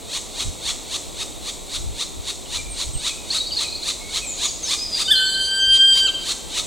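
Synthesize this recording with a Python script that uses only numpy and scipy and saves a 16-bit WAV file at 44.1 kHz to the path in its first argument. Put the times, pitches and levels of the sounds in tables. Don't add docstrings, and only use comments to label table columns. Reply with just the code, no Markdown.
import sys
import numpy as np
from scipy import signal
from scipy.fft import rfft, irfft, next_fast_len
from scipy.io import wavfile
from scipy.ndimage import uniform_filter1d

SR = 44100
rng = np.random.default_rng(int(sys.argv[2]) if len(sys.argv) > 2 else 0)


def store_wav(level_fs):
    pcm = np.round(np.clip(np.atleast_2d(level_fs), -1, 1) * 32767)
    wavfile.write(sys.argv[1], SR, pcm.T.astype(np.int16))


N = 293706
T = np.arange(N) / SR
TOP_HZ = 15900


def undb(db):
    return 10 ** (np.asarray(db) / 20)


def unit(x):
    return x / np.sqrt(np.mean(x ** 2))


def curves(table, t):
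    s, *columns = np.transpose(table)
    return [np.interp(t, s, c) for c in columns]


def response(points, hz):
    f, db = np.transpose(points)
    return undb(np.interp(np.log(np.maximum(hz, 1)), np.log(f), db))


def noise(points):
    size = next_fast_len(N)
    white = rfft(rng.standard_normal(size))
    gain = response(points, np.fft.rfftfreq(size, 1 / SR))
    return unit(irfft(white * gain, size)[:N])


def walk(rate):
    size = max(int(SR / rate), 1)
    steps = np.repeat(rng.standard_normal(N // size + 1), size)
    return 1.15 * uniform_filter1d(steps, size)[:N]


def wood(mid_db=-38.5, side_db=-38.3, swell_db=.6):
    # frequency in Hz, relative level in dB
    shared_murmur = [(15, -28), (25, 9.5), (55, 6.5), (110, -2), (200, -1), (330, 2.5), (700, -1),
                     (1110, -7.5), (1660, -20), (2300, -9), (2850, -13), (3800, -1.5), (5140, -14),
                     (7900, -5), (11200, -20), (15500, -22)]
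    # frequency in Hz, relative level in dB
    differing_murmur = [(20, -3), (55, 11), (95, -1), (400, -4.5), (850, -10.5), (1700, -22), (5000, -73),
                        (9000, -20), (15500, -28.5)]
    mid = noise(shared_murmur) * undb(mid_db + swell_db * walk(3.055))
    side = noise(differing_murmur) * undb(side_db + swell_db * walk(4))
    return np.array([mid + side, mid - side])


def chirr_course(t, smooth=.24, broken=0.483, break_s=0.0139):
    low_hz, top_hz, climb_s, fall_s = 610.2, 1399.6, .035, .036
    attack_db_per_s, hold_s, release_db_per_s = 258, .013, 1200
    height = np.exp(np.minimum(t / climb_s, -t / fall_s))
    hz = low_hz + (top_hz - low_hz) * height
    slope = np.where(t < 0, attack_db_per_s, release_db_per_s)
    db = -slope * np.maximum(np.abs(t) - hold_s, 0)
    rough = smooth + (broken - smooth) * np.exp(np.minimum(t, 0) / break_s)
    return hz, db, np.clip(rough, .22, 1)


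def nestlings(flutter=0.38, hiss_db=-12, hiss_lag_s=0.029, hiss_rise_s=0.041, hiss_fall_s=0.079):
    # time of the top in seconds, level there in dB
    chirrs = [(.163, -23), (.417, -23), (.696, -22), (.953, -23.5), (1.22, -25.5), (1.489, -25.5),
              (1.756, -25), (2.02, -24.5), (2.298, -25), (2.56, -23.5), (2.82, -23), (3.08, -21.5),
              (3.36, -22), (3.624, -22.5), (3.897, -22), (4.174, -22), (4.449, -21), (4.729, -20),
              (5.01, -21), (5.76, -25.5), (5.985, -23.5), (6.307, -21.5), (6.587, -21.5)]
    # frequency in Hz, relative gain in dB
    throat = [(600, -28.5), (900, -18), (1170, -13), (1450, -18.5), (1850, -14.5), (2200, -12),
              (3150, -8.5), (3680, 2), (4350, -1), (5000, -13.5), (6300, -7), (9000, -11.5), (11500, -27.5),
              (15500, -33)]
    # frequency in Hz, relative level in dB
    hiss_colour = [(3000, -34), (5200, -8), (6600, -2.5), (7900, -1), (9300, -11.5), (11500, -24),
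                   (15000, -39)]
    usual_db, stretch_per_db = -22.5, 0.07
    out = np.zeros(N)
    rasp, hiss, shake = noise(throat), noise(hiss_colour), walk(400)
    wobble = .1 * walk(1500) + .14 * walk(110)
    k = np.arange(1, 16)[:, None]
    for s, db in chirrs:
        near = np.abs(T - s + .03) < .09
        length = np.exp(stretch_per_db * (db - usual_db))
        hz, shape_db, rough = chirr_course((T[near] - s) / length)
        hz = hz * (1 + .04 * rng.standard_normal())
        phase = 2 * np.pi * np.cumsum(hz * (1 + rough * wobble[near])) / SR
        weights = response(throat, k * hz) * (k * hz < TOP_HZ)
        start_phases = rng.uniform(0, 2 * np.pi, k.shape)
        squeak = unit(np.sum(weights * np.sin(k * phase + start_phases), axis=0))
        voice = np.sqrt(1 - rough) * squeak + np.sqrt(rough) * rasp[near]
        out[near] += undb(db + shape_db) * voice * (1 + flutter * rough * shake[near])
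        around = np.abs(T - s) < .3
        t = T[around] - s - hiss_lag_s
        breath = np.exp(np.minimum(t / hiss_rise_s, -t / hiss_fall_s))
        out[around] += undb(db + hiss_db) * breath * hiss[around]
    return out


def air(side_db=-1, mid_db=-5):
    # centre in seconds, level in dB ahead of the mid and side gains, spread in seconds
    bumps = [(0.476, -22.5, 0.021), (1.854, -26, 0.063), (2.194, -28.5, 0.014), (2.631, -33, 0.086),
             (2.88, -27, 0.025), (2.961, -18.5, 0.012), (4.164, -36, .03), (5.716, -34, 0.044)]
    # frequency in Hz, relative level in dB
    rumble = [(15, -10), (45, -3), (80, -5.5), (150, -20), (400, -61)]
    push = sum(undb(db) * np.exp(-.5 * ((T - s) / spread) ** 2) for s, db, spread in bumps)
    mid = undb(mid_db) * noise(rumble)
    side = undb(side_db) * noise(rumble)
    return push * np.array([mid + side, mid - side])


def progress(length):
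    return np.linspace(0, 1, int(length * SR))


def add_note(out, s, hz, db, wobble):
    on = slice(int(s * SR), int(s * SR) + len(hz))
    envelope = np.sqrt(2 * np.abs(np.sin(np.linspace(0, np.pi, len(hz)))))
    phase = 2 * np.pi * np.cumsum(hz * (1 + wobble[on])) / SR
    out[on] += undb(db) * envelope * np.sin(phase)


def songbird(waver=0.0072, flutter=0.22):
    # start in seconds, length in seconds, first Hz, last Hz, level in dB
    whistles = [(2.449, .028, 3400, 2780, -44), (2.69, .058, 8800, 8400, -35.5),
                (2.928, 0.073, 8400, 8280, -33.5), (2.94, 0.031, 3390, 2760, -39),
                (3.499, 0.0303, 3500, 2800, -38), (3.99, 0.17, 2175, 2237, -44),
                (4.236, 0.13, 8500, 6520, -31), (4.469, 0.03, 6400, 4400, -30),
                (4.655, .057, 5820, 4900, -30), (4.922, 0.077, 4960, 4645, -23),
                (5.049, .032, 3550, 3700, -25), (5.151, 0.045, 4160, 4170, -20.5),
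                (5.336, 0.024, 4040, 4190, -24.5)]
    # start in seconds, length in seconds, top Hz, level in dB
    arches = [(2.58, .03, 2400, -35.5), (3.092, 0.033, 2525, -36.5), (3.635, .036, 2527, -34),
              (4.213, .046, 2534, -35), (4.431, .05, 6820, -26.5), (4.63, 0.0257, 6350, -24.5),
              (4.733, 0.03, 2493, -34.5), (4.776, .025, 4980, -28.5), (4.804, .072, 5086, -29.5),
              (5.252, .05, 4410, -24.5)]
    settle = 1.8
    crest, bend = .35, .24
    out, wobble = np.zeros(N), waver * walk(600)
    for s, length, first, last, db in whistles:
        hz = last + (first - last) * (1 - progress(length)) ** settle
        add_note(out, s, hz, db, wobble)
    for s, length, top, db in arches:
        hz = top * (1 - bend * (progress(length) - crest) ** 2)
        add_note(out, s, hz, db, wobble)
    return out * (1 + flutter * walk(150))


def twitter(scratch=0.017):
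    # start in seconds, starting pitch in Hz, level in dB
    flicks = [(3.302, 4240, -19.5), (3.323, 4220, -27), (3.344, 3756, -20.5), (3.378, 4230, -23),
              (3.398, 3790, -24), (3.463, 4370, -28.5), (3.517, 4490, -23.5), (3.543, 4430, -30),
              (3.566, 4150, -20), (3.585, 3850, -23.5), (3.609, 4110, -25.5), (3.679, 3900, -27),
              (3.72, 4150, -30), (3.748, 4180, -27), (3.772, 4100, -33), (3.824, 3950, -27)]
    length_s, flick = 0.0167, 0.176
    out, wobble = np.zeros(N), scratch * walk(600)
    for s, hz, db in flicks:
        add_note(out, s, hz * (1 + flick * progress(length_s) ** 3), db, wobble)
    return out


def woodpecker(waver=0.00136, rasp=0.052, first_db=-33, third_db=-29.0, overtone_db=-17,
               first_hook_db=8, overtone_hook_db=7, third_hook_db=-12, third_drop_db=10,
               fade_db=2.5, patchy_db=4.5, leap_waver=.019):
    # time in seconds, pitch in Hz ahead of scoop, hook and drop
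    held_pitch = [(5.09, 1527), (5.22, 1533), (5.46, 1565), (5.75, 1575), (5.85, 1590), (6.05, 1565)]
    # time in seconds, second-harmonic level in dB ahead of the hook's lift
    effort = [(5.09, -21), (5.22, -22), (5.33, -30), (5.44, -21.5), (5.55, -25), (5.64, -12), (5.77, -13.5),
              (5.88, -19), (6.03, -13), (6.07, -18.5)]
    # multiple of the fundamental, level in dB ahead of overtone_db
    overtone_levels = [(4, -31), (5, -21.5), (6, -28.5), (7, -34), (8, -45), (9, -50)]
    start_s, hook_s, end_s = 5.075, 5.116, 6.064
    attack_s, release_s = .011, 0.036
    scoop_hz, scoop_s, drop_hz_per_s = 90, .005, 13300
    hook_hz, hook_db, hook_rise_s, hook_fall_s = 266.2, 13, .0075, .019
    age, late = np.maximum(T - start_s, 0), np.maximum(T - end_s, 0)
    t = T - hook_s
    hook = np.exp(-np.abs(t / np.where(t < 0, hook_rise_s, hook_fall_s)) ** 1.5)
    scoop = scoop_hz * np.exp(-age / scoop_s)
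    drop = drop_hz_per_s * np.minimum(late, release_s)
    hz = curves(held_pitch, T)[0] - scoop + hook_hz * hook - drop
    db = curves(effort, T)[0] + hook_db * hook
    leap = np.tanh(np.abs(np.gradient(hz)) * SR / 8000)
    phase = 2 * np.pi * np.cumsum(hz * (1 + (waver + leap_waver * leap) * walk(600))) / SR
    closing = np.minimum(late / release_s, 1)
    sounding = np.minimum(age / attack_s, 1) * (1 - closing)
    second = undb(db) * (1 - closing) * np.sin(2 * phase)
    first = undb(first_db + first_hook_db * hook + fade_db * walk(12)) * np.sin(phase)
    shift_db = third_hook_db * hook + third_drop_db * closing
    third = undb(third_db + shift_db + fade_db * walk(12)) * np.sin(3 * phase)
    overtones = sum(undb(level + patchy_db * walk(20)) * np.sin(round(k) * phase)
                    for k, level in overtone_levels)
    voice = first + second + third + undb(overtone_db + overtone_hook_db * hook) * overtones
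    return np.sqrt(2) * voice * sounding * (1 + rasp * walk(700))


def forest(x, wet_db, t60_s, side_db=-9, low_hz=2000, low_t60_s=1.19):
    # delay in seconds, level in dB against the direct sound
    trunks = [(.011, -10), (.024, -20), (.054, -21.5)]
    t = T[:SR]
    scatter = rng.standard_normal((2, SR))
    low = signal.sosfiltfilt(signal.butter(4, low_hz, fs=SR, output="sos"), scatter)
    low_tail = low * undb(-60 * t / low_t60_s)
    high_tail = (scatter - low) * undb(-60 * t / t60_s)
    tail = (low_tail + high_tail) * (1 - np.exp(-t / 0.003))
    mid, side = undb(wet_db) * tail / np.sqrt(np.sum(tail[0] ** 2))
    mid[0] += 1
    for delay, db in trunks:
        mid[int(delay * SR)] += undb(db)
    side = undb(side_db) * np.diff(side, prepend=0)
    return np.array([signal.fftconvolve(x, mid + sign * side)[:N] for sign in (1, -1)])


def scene():
    begging = forest(nestlings(), wet_db=-10.5, t60_s=1.0)
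    song = forest(songbird(), wet_db=-1.5, t60_s=1.0) + forest(twitter(), wet_db=-2.5, t60_s=.9)
    call = forest(woodpecker(), wet_db=-6.5, t60_s=0.9)
    return wood() + begging + air() + song + call


def record(dry):
    return signal.sosfilt(signal.ellip(10, .2, 80, TOP_HZ, fs=SR, output="sos"), dry)


dry = scene()
out = record(dry)
store_wav(out)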